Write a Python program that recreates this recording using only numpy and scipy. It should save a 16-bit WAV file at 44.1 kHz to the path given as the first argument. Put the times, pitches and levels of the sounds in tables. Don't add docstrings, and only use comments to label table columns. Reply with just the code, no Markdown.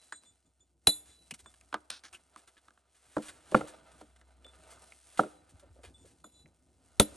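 import sys
import numpy as np
from scipy import signal
from scipy.fft import rfft, irfft, next_fast_len
from scipy.io import wavfile
from scipy.ndimage import uniform_filter1d, map_coordinates

SR = 44100
rng = np.random.default_rng(int(sys.argv[2]) if len(sys.argv) > 2 else 0)


def transcribe(signal):
    frames = np.atleast_2d(signal).T
    limited = np.clip(frames, -1, 1)
    pcm = np.round(limited * 32767).astype(np.int16)
    wavfile.write(sys.argv[1], SR, pcm)


N = 315756
T = np.arange(SR * 6 // 10) / SR


def amp(db):
    return 10 ** (np.asarray(db) / 20)

def unit(x):
    return x / np.sqrt(np.mean(x ** 2) + 1e-20)

def crest(x):
    return x / np.sqrt(uniform_filter1d(x ** 2, size=256).max() + 1e-20)

def along(points, hz):
    freqs, values = np.transpose(points)
    return np.interp(np.log(hz + 1), np.log(freqs + 1), values)

def curves(rows):
    times, *columns = np.transpose(rows)
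    return [np.interp(np.arange(N) / SR, times, column) for column in columns]

def wobble(rate, n=N):
    return map_coordinates(rng.standard_normal(int(n * rate / SR) + 4), [np.arange(n) * rate / SR])

def add(track, start, x):
    part = track[max(round(start * SR), 0):][:len(x)]
    part += x[:len(part)]

def coloured(x, spectrum):
    size = 2 * next_fast_len(len(x) // 2 + 2048)
    cepstrum = irfft(np.log(amp(along(spectrum, np.fft.rfftfreq(size, 1 / SR)))))
    cepstrum[1:size // 2] *= 2
    cepstrum[size // 2 + 1:] = 0
    return irfft(rfft(x, size) * np.exp(rfft(cepstrum)))[:len(x)]

def held(rise, length, t60):
    return (1 - np.exp(-T / rise)) * amp(-60 * np.maximum(T - length, 0) / t60)

def fade(rise, t60):
    return held(rise, 0, t60)

def burst(spectrum, rise, t60):
    return crest(coloured(rng.choice([-1, 1], len(T)) * fade(rise, t60), spectrum))

def modes(table):
    ring = 0
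    for hz, db, t60 in table:
        gain = amp(db + rng.normal(0, 3.2))
        cycles = hz * rng.normal(1, 0.006) * T + rng.random()
        ring = ring + gain * np.sin(2 * np.pi * cycles) * fade(0.00071, t60)
    return crest(ring)

def grains(n, rate, spread_db):
    size = amp(spread_db * np.clip(rng.standard_normal(n), -2, 2))
    return unit((rng.random(n) < rate / SR) * rng.choice([-1, 1], n) * size)

# frequency in Hz, level in dB.
GRIND_SPECTRUM = [(150, -17.5), (360, -3.5), (560, 3.5), (780, 2.5), (1050, -2), (1380, 0.5), (1900, -8),
                  (4000, -11.5), (8000, -33), (13000, -59.5)]
SAND_SPECTRUM = [(500, -17.5), (2000, -5.5), (5000, -4.5), (7500, -1.5), (9200, 2.5), (10300, -14),
                 (11700, -11.5), (12800, -41), (16000, -55)]
TICK_SPECTRUM = [(600, -15), (1800, -3), (3200, -0.5), (5500, -5), (9300, -2), (10800, -23), (13000, -37.5),
                 (15500, -49.5)]
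# time in seconds, relative levels of grinding and of sand in dB.
SLIDING_LEVELS = [(0.0, -74.5, -69.5), (0.58, -87.5, -87.5), (0.9, -82, -77.5), (1.02, -79, -72),
                  (2.33, -71, -77.5), (2.91, -80, -80), (3.25, -70.5, -73.5), (3.67, -58.5, -71.5),
                  (4.15, -71, -79), (4.44, -72, -80), (4.61, -61.5, -71), (5.12, -69.5, -65.5),
                  (5.24, -70.5, -81.5), (5.56, -70.5, -77.5), (6.0, -77.5, -75.5), (6.66, -84, -83),
                  (7.0, -69.5, -74.5), (7.16, -63.5, -64)]
# centre and half length in seconds, changes in grinding and in sand in dB.
PAUSES = [(0.754, 0.073, -6, -5), (1.855, 0.037, -1.5, -6), (2.257, 0.042, -3, 0.5),
          (2.849, 0.042, -2, -14), (3.43, .05, -2, -3), (4.09, .04, -2, -4), (4.298, .09, -1.5, -3.5),
          (5.01, 0.071, -8, -3), (5.446, .035, -3, -4), (5.666, 0.046, -1, -6.5), (6.516, 0.035, 0.5, -4.5)]
def sliding_block():
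    grind_db, sand_db = curves(SLIDING_LEVELS)
    for centre, half_length, grind_change_db, sand_change_db in PAUSES:
        still = np.exp(-((np.arange(N) / SR - centre) / half_length) ** 4)
        grind_db += grind_change_db * still
        sand_db += sand_change_db * still
    jerk = wobble(35)
    grind = unit(coloured(grains(N, rate=810, spread_db=0.5), GRIND_SPECTRUM))
    trickle = grains(N, rate=1700, spread_db=11.5) + 0.75 * rng.standard_normal(N)
    falls = grains(N, rate=27, spread_db=3.0)
    crumbs = signal.fftconvolve(falls, burst(TICK_SPECTRUM, rise=.0002, t60=0.0083))[:N]
    sand = unit(coloured(trickle, SAND_SPECTRUM)) + amp(-9.5) * unit(crumbs)
    return amp(grind_db - 1.5 + 2.5 * jerk) * grind + amp(sand_db + 1.5 + 1.6 * jerk) * sand

# time in seconds, relative level of the rustle in dB.
ARM_LEVELS = [(0.0, -82.5), (0.68, -81.5), (0.98, -73), (2.89, -89), (3.71, -67), (4.19, -79), (4.59, -70),
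              (5.14, -81), (5.36, -67.5), (5.58, -73.5), (5.94, -68), (6.4, -73.5), (6.94, -74),
              (7.16, -59.5)]
# frequency in Hz, level in dB.
CLOTH_SPECTRUM = [(20, -14.5), (45, -4.5), (90, 5.5), (200, -2.5), (300, 0.5), (450, -8), (800, -12),
                  (2000, -42.5), (10000, -76)]
def sleeves():
    folds_db = 3.5 * wobble(21)
    rustle = unit(coloured(rng.standard_normal(N), CLOTH_SPECTRUM))
    return amp(curves(ARM_LEVELS)[0] + 2 + folds_db) * rustle

# time in seconds, relative level in dB.
HUM_LEVELS = [(0.0, -87), (1.06, -74), (2.87, -83), (4.67, -68), (5.3, -81.5), (5.84, -63.5), (6.14, -77),
              (6.86, -78), (7.16, -63)]
def hum(hz):
    phase = np.cumsum(hz * (1 + 0.023 * wobble(2.9))) / SR
    return amp(curves(HUM_LEVELS)[0] + 5.5 + 1.9 * wobble(2.6)) * np.sin(2 * np.pi * phase)

# frequency in Hz, relative level in dB.
HAMMER_MODES = [(3974, -3), (4005, -4.5), (10400, -15), (10434, -20), (14660, -38), (14800, -42)]
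def hammer(tilt_db, partner_db):
    ring = 0
    for k, (hz, mode_db) in enumerate(HAMMER_MODES):
        drift = 6 * T * wobble(17, len(T))
        db = mode_db + tilt_db * np.log2(hz / HAMMER_MODES[0][0]) + partner_db * (k % 2)
        ring = ring + amp(db) * np.sin(2 * np.pi * hz * T + drift)
    return ring * amp(6.0 + 1.2 * wobble(55, len(T)))

# start and t60 in seconds, relative level in dB, tilt in dB per octave.
HAMMER_CONTACTS = [(0.0, 0.6, -71, -14), (0.123, .42, -60, -10), (0.87, 0.13, -19, 1.5),
                   (6.239, 0.34, -72, 8), (6.998, 0.14, -41.5, 13)]
# start and length in seconds, relative level in dB, tilt in dB per octave.
HAMMER_LIFTS = [(0.91, .05, -55, 11.5), (1.06, 0.17, -63, -3), (5.318, .06, -70.5, -9),
                (6.331, 0.067, -59, -4)]
def hammer_rings():
    out = np.zeros(N)
    for start, t60, db, tilt_db in HAMMER_CONTACTS:
        add(out, start, amp(db) * hammer(tilt_db, partner_db=-1.5) * fade(.0015, t60))
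    for start, length, db, tilt_db in HAMMER_LIFTS:
        swell = held(rise=.025, length=length, t60=0.25)
        add(out, start, amp(db - 6.5) * hammer(tilt_db, partner_db=-11.5) * swell)
    return out

# frequency in Hz, level in dB.
RASP_SPECTRUM = [(200, -7.5), (800, -6), (1600, -1), (2600, -7), (3800, -6.5), (7000, -20), (13000, -53)]
def grit(rasp_db):
    snaps = grains(len(T), rate=3500, spread_db=2.0)
    return unit(coloured(snaps, SAND_SPECTRUM)) + amp(rasp_db) * unit(coloured(snaps, RASP_SPECTRUM))

# start and length in seconds, level in dB, rasp in dB relative to the sand.
SCRAPE_STROKES = [(0.037, 0.027, -67, -26), (1.057, 0.092, -66.5, -6), (1.308, 0.009, -43, -6.5),
                  (1.3383, .014, -49.5, -9), (1.391, 0.025, -59, -9.5), (1.539, 0.0061, -61.5, 0.5),
                  (2.127, 0.037, -56.5, -1.5), (2.371, 0.041, -64, -4), (2.474, 0.021, -63, 1.5),
                  (2.567, 0.024, -73, 9.5), (2.945, .05, -71, -5), (3.221, 0.11, -56, -2.5),
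                  (3.283, .025, -52, 1), (3.513, 0.022, -56.5, 1), (3.548, 0.047, -51.5, 6),
                  (3.672, 0.04, -55.5, -0.5), (3.915, 0.015, -65.5, -1), (4.161, .008, -67.5, 2),
                  (4.706, 0.039, -59.5, -19), (5.173, 0.057, -51, 1.5), (5.492, 0.032, -67.5, -9),
                  (5.595, 0.02, -64, -5.5), (5.833, 0.044, -60.5, 4.5), (6.053, 0.069, -67, -9)]
def scrapes():
    out = np.zeros(N)
    for start, length, db, rasp_db in SCRAPE_STROKES:
        add(out, start, amp(db) * held(.00085, length / 2, 3 * length) * grit(rasp_db))
        add(out, start + 0.0012, amp(db - 2.0) * burst(TICK_SPECTRUM, rise=0.00019, t60=0.012))
    return out

CHISEL_MODES_HZ = [3500, 7012, 8412]
DRAG_MODES_DB, BLOW_MODES_DB = [-5, -2.5, -2.5], [0, -11.5, -1.5]
def chisel(levels_db, envelope):
    ring = 0
    for hz, db in zip(CHISEL_MODES_HZ, levels_db):
        phase = 2 * np.pi * (hz * T + rng.random()) + 0.36 * wobble(130, len(T))
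        flutter_db = 2.2 * wobble(90, len(T))
        ring = ring + amp(db + flutter_db) * np.sqrt(2) * np.sin(phase)
    return ring * envelope

# start in seconds, levels of the first, second and third mode in dB.
CLINKS = [(0.123, -60, -46, -47.5), (0.157, -71, -53, -51), (0.458, -81, -76, -79),
          (0.605, -67.5, -64.5, -78), (1.459, -56, -62, -58), (4.446, -54, -79, -67),
          (4.477, -55.5, -85, -64), (5.943, -57, -88.5, -61), (6.242, -59, -54, -62)]
# start and length in seconds, relative level in dB.
EDGE_DRAGS = [(0.248, 0.043, -65.5), (1.063, 0.076, -70), (5.982, 0.051, -72.5), (6.309, 0.098, -71.5)]
def chisel_rings():
    out = np.zeros(N)
    for start, *levels_db in CLINKS:
        add(out, start, chisel(levels_db, fade(rise=.002, t60=.125)))
    for start, length, db in EDGE_DRAGS:
        add(out, start, amp(db) * chisel(DRAG_MODES_DB, held(rise=0.0086, length=length, t60=.15)))
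    return out

# frequency in Hz, level in dB, t60 in seconds.
STACK_MODES = [(160, -12, .11), (214, -3, .13), (302, 0, .125), (390, -12, .08), (515, -6, .1),
               (615, -5, .09)]
# frequency in Hz, level in dB.
THUD_SPECTRUM = [(40, -32.5), (100, -11.5), (200, -1), (320, 4), (600, -0.5), (1000, -15), (2000, -44.5),
                 (8000, -100)]
def thud(noise_db, t60):
    return crest(modes(STACK_MODES) + amp(noise_db) * burst(THUD_SPECTRUM, rise=0.0024, t60=t60))

# frequency as a multiple of the pitch, level in dB.
HOLLOW_SHAPE = [(.12, -31.5), (.35, -15), (.68, -5.5), (1, 2), (1.2, -3.5), (1.5, -17.5), (2.6, -20.5),
                (6, -41.5), (14, -74)]
def hollow(hz):
    return [(hz * ratio, db) for ratio, db in HOLLOW_SHAPE]

# start in seconds, relative level in dB, offsets of the thud and of the
# tick in dB, pitch in Hz.
TOOL_TAPS = [(0.123, -26, -29, -24, 1690), (0.235, -56, -11, -5, 1310), (1.459, -40, -16.5, -24, 1320),
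             (1.611, -54, -27, 2, 2210), (1.727, -26, -19, -26.5, 1360), (1.742, -15.5, -24, -19, 1270),
             (1.903, -36, -19, 9.5, 1370), (2.038, -51.5, -7.5, -16, 1350),
             (2.361, -36, -20.5, -12.5, 1190), (2.683, -44, -23.5, -15, 1300),
             (2.706, -50.5, -16.5, -10.5, 1400), (2.775, -51.5, -20, -19, 1400),
             (4.213, -50.5, -15, -10, 1734), (4.445, -46.5, -19, -12, 3080), (4.465, -49, -21, -3, 1470),
             (4.921, -40.5, -34, -16, 2403), (6.242, -39, -12, -19, 1246), (6.458, -50, -7, -27, 2120)]
def taps():
    out = np.zeros(N)
    for start, db, thud_db, tick_db, hz in TOOL_TAPS:
        add(out, start, amp(db - 10) * burst(hollow(hz), rise=.0007, t60=.017))
        settling = burst(hollow(hz), rise=0.00091, t60=0.078)
        add(out, start + 0.0028, amp(db - 25.0) * settling)
        add(out, start + 0.0011, amp(db + thud_db - 5.0) * thud(noise_db=-3, t60=0.14))
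        add(out, start, amp(db + tick_db - 6.5) * burst(TICK_SPECTRUM, rise=0.000067, t60=0.0087))
    return out

# frequency in Hz, level in dB.
CRACK_SPECTRUM = [(300, -26.5), (1200, -8.5), (1900, -4.5), (2800, -5), (3900, 2.5), (4900, -9),
                  (6700, -4.5), (7900, -8), (9100, 3), (10300, -9.5), (11300, -18.5), (13000, -23.5),
                  (16000, -25.5)]
CLACK_SPECTRUM = [(150, -27.5), (450, -1.5), (750, 0.5), (1100, -7), (1380, -1.5), (1750, -18.5),
                  (2600, -29), (5000, -52), (12000, -90)]
PUSH_SPECTRUM = [(20, -16.5), (50, -3), (110, 2.5), (200, -1), (400, -21), (1000, -49), (5000, -100)]
# start in seconds, levels of crack, clack, thud, ground push and pinned
# chisel in dB, t60 of the pinned chisel in seconds, level of the chisel once it bounces free in dB.
HAMMER_BLOWS = [(0.8712, -18.5, -31.5, -33.5, -30, -15.5, .014, -37.5),
                (6.9978, -14, -21.5, -19.5, -21.5, -22.5, 0.047, -51)]
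def blows():
    out = np.zeros(N)
    for start, crack_db, clack_db, thud_db, push_db, pinned_db, pinned_t60, free_db in HAMMER_BLOWS:
        add(out, start, amp(crack_db) * burst(CRACK_SPECTRUM, rise=0.00038, t60=0.012))
        crumbling = burst(TICK_SPECTRUM, rise=0.0025, t60=.085)
        add(out, start, amp(crack_db - 15.5) * crumbling)
        add(out, start + .0008, amp(clack_db) * burst(CLACK_SPECTRUM, rise=.0005, t60=.05))
        add(out, start + 0.0023, amp(thud_db) * thud(noise_db=1, t60=0.065))
        jolt = burst(THUD_SPECTRUM, rise=.0006, t60=.03)
        add(out, start + .001, amp(thud_db + 0.5) * jolt)
        add(out, start + 0.0012, amp(push_db) * burst(PUSH_SPECTRUM, rise=0.0045, t60=0.035))
        add(out, start + 0.0011, amp(pinned_db) * chisel(BLOW_MODES_DB, fade(.0004, pinned_t60)))
        add(out, start + 0.0043, amp(free_db) * chisel(DRAG_MODES_DB, fade(.002, 0.28)))
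    return out

def spills():
    out = np.zeros(N)
    thuds = [(start, thud_db) for start, _, _, thud_db, *_ in HAMMER_BLOWS]
    thuds += [(start, thud_db) for start, _, thud_db, *_ in BLOCK_LANDINGS]
    for start, thud_db in thuds:
        add(out, start, amp(-46 + 0.38 * thud_db) * fade(rise=0.03, t60=0.49) * grit(rasp_db=-2.5))
    return out

# start in seconds, level in dB, pitch in Hz.
EDGE_SQUEAKS = [(1.309, -43, 2610), (2.131, -57, 2800), (2.147, -48.5, 2724)]
def squeaks():
    out = np.zeros(N)
    for start, db, hz in EDGE_SQUEAKS:
        phase = np.cumsum(hz * (1 + 0.11 * wobble(735, len(T)))) / SR
        tone = np.sin(2 * np.pi * phase) * amp(1.6 * wobble(580, len(T)))
        add(out, start, amp(db) * crest(tone * fade(0.0011, 0.052)))
    return out

# start in seconds, level in dB, pitch in Hz.
SOFT_BUMPS = [(1.313, -48.5, 227), (3.634, -45.5, 493), (4.45, -57, 604), (4.722, -59, 1300),
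              (4.769, -61, 1240), (5.245, -45.5, 453), (5.533, -56, 86), (5.624, -57, 543),
              (5.698, -56, 97), (5.755, -61, 551), (5.785, -60, 600), (5.835, -54, 554),
              (5.851, -55.5, 78.6), (6.042, -58, 532), (6.435, -58.5, 167)]
def bumps():
    out = np.zeros(N)
    for start, db, hz in SOFT_BUMPS:
        add(out, start, amp(db) * burst(hollow(hz), rise=0.004, t60=0.086))
    return out

# frequency in Hz, level in dB.
CHATTER_SPECTRUM = [(200, -19), (800, -7), (1400, -1), (2400, -1.5), (3800, -1), (5600, 0.5), (7500, -13),
                    (9300, -7), (11000, -29), (15500, -46)]
# start and length in seconds, first and last rate in slips a second, level in
# dB, change of level over the skid in dB.
TOOL_SKIDS = [(1.901, .095, 420, 200, -43, -21), (2.037, .048, 200, 240, -48, -10.5)]
def skids():
    out = np.zeros(N)
    for start, length, first_rate, last_rate, db, fade_db in TOOL_SKIDS:
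        progress = T / length
        rate = np.interp(progress, [0, 1], [first_rate, last_rate]) * np.exp(.1 * wobble(120, len(T)))
        slips = np.diff(np.floor(np.cumsum(rate) / SR), prepend=-1)
        slips *= amp(3.0 * rng.standard_normal(len(T)))
        click_decay = amp(-60 * T / 0.021)
        alike = signal.fftconvolve(slips, click_decay * rng.standard_normal(len(T)))[:len(T)]
        rough = signal.fftconvolve(slips, click_decay)[:len(T)] * rng.standard_normal(len(T))
        chatter = unit(coloured(alike + .5 * rough, CHATTER_SPECTRUM))
        release_db = -60 * np.maximum(T - length, 0) / 0.037
        add(out, start, chatter * amp(db + fade_db * progress + release_db))
    return out

def crunch(length):
    touch = held(rise=0.00042, length=length, t60=0.0076)
    return crest(coloured(rng.choice([-1, 1], len(T)) * touch, CLACK_SPECTRUM))

# frequency in Hz, level in dB, t60 in seconds.
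BLOCK_MODES = [(516, -2, .08), (755, 0, .06), (945, -6, .05), (1105, -10, .03), (1390, -2, .035)]
# time in seconds, levels of clack, thud and ground push in
# dB, tilt of the clack's middle octaves in dB per octave.
BLOCK_LANDINGS = [(3.1665, -28, -29, -66.5, -1.5), (3.181, -39, -41.5, -70, 3), (3.52, -46, -35.5, -66, 1),
                  (3.545, -14, -20, -35, 0), (3.609, -33.5, -45, -51.5, 0), (4.012, -48, -54, -75, -4),
                  (5.1929, -15.5, -26.5, -50.5, 1.5), (5.234, -40, -39.5, -73, -0.5)]
def landings():
    out = np.zeros(N)
    for start, clack_db, thud_db, push_db, tilt_db in BLOCK_LANDINGS:
        slide = np.exp((T - T[-1]) / 0.11) * grit(rasp_db=-3)
        add(out, start - T[-1], amp(-63 + 0.13 * clack_db) * slide)
        clack = crunch(length=.005) + amp(-3.5) * modes(BLOCK_MODES)
        add(out, start, amp(clack_db) * crest(coloured(clack, [(500, -tilt_db), (2000, tilt_db)])))
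        add(out, start + 0.0017, amp(thud_db) * thud(noise_db=-3.0, t60=0.12))
        add(out, start + 0.0025, amp(push_db) * burst(hollow(hz=143), rise=.004, t60=0.08))
        crushed_grit = burst(TICK_SPECTRUM, rise=0.00014, t60=0.038)
        add(out, start, amp(-39.5 + 0.41 * clack_db) * crushed_grit)
    return out

def stone_faces(x):
    response = np.zeros(SR // 80)
    response[rng.integers(SR // 1000, len(response), size=8)] = 0.18 * rng.choice([-1, 1], size=8)
    response[0] = 1
    return signal.fftconvolve(x, response / np.linalg.norm(response))[:N]

def lingering_low_note(x, hz, t60):
    decay = amp(-60 * T / t60)
    return signal.fftconvolve(x, 2 * decay * np.cos(2 * np.pi * hz * T) / decay.sum())[:N]

# frequency in Hz, level relative to the centre in dB.
QUADRATURE_SIDE = [(60, -14), (280, -16), (700, -11), (1300, -12), (3300, -11), (5700, -17), (7200, -19.5),
                   (8400, -10.5), (9400, 5), (10500, 12), (12000, 0.5), (15000, -4)]
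# frequency in Hz, left minus right in dB before the quadrature part is added.
BALANCE = [(120, 0.34), (300, 0.67), (700, -2), (1400, -2.5), (2600, 0.5), (6000, -0.5)]
def microphone_pair(x):
    size = next_fast_len(N + SR // 2)
    hz = np.fft.rfftfreq(size, 1 / SR)
    lean = amp(along(BALANCE, hz))
    side_gain = (lean - 1) / (lean + 1) + 1j * amp(along(QUADRATURE_SIDE, hz))
    side = irfft(rfft(x, size) * side_gain, size)[:N]
    return np.array([x + side, x - side])

# frequency in Hz, t60 in seconds.
YARD_T60 = [(100, 0.15), (400, 0.92), (1500, 0.48), (5000, 0.25), (12000, 0.13)]
def yard(x):
    hz, t, noise = signal.stft(rng.standard_normal((2, SR // 2)), SR, nperseg=256)
    tail = signal.istft(noise * amp(-60 * t / along(YARD_T60, hz)[:, None]), SR, nperseg=256)[1]
    delayed = np.pad(x, (round(0.0094 * SR), 0))
    return signal.fftconvolve(delayed[None], tail / np.linalg.norm(tail[0]), axes=1)[:, :N]

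def scene():
    hits = blows() + hammer_rings() + chisel_rings() + taps() + landings()
    hits += skids() + bumps() + squeaks() + stone_faces(scrapes())
    gritty = stone_faces(sliding_block() + spills())
    low_note = lingering_low_note(amp(-13) * hits + amp(1) * gritty, hz=305, t60=.55)
    near = hits + gritty + low_note + stone_faces(sleeves()) + hum(hz=64)
    return microphone_pair(near) + amp(-31) * yard(hits) + amp(-19) * yard(gritty)

def record(dry):
    ceiling, cutoff_hz = .85, 16000
    rounded = dry / (1 + np.abs(dry / ceiling) ** 6) ** (1 / 6)
    size = next_fast_len(N + SR // 2)
    passband = np.clip((cutoff_hz - np.fft.rfftfreq(size, 1 / SR)) / 800 + .5, 0, 1)
    return irfft(rfft(rounded, size) * passband, size)[:, :N]

dry = scene()
out = record(dry)
transcribe(out)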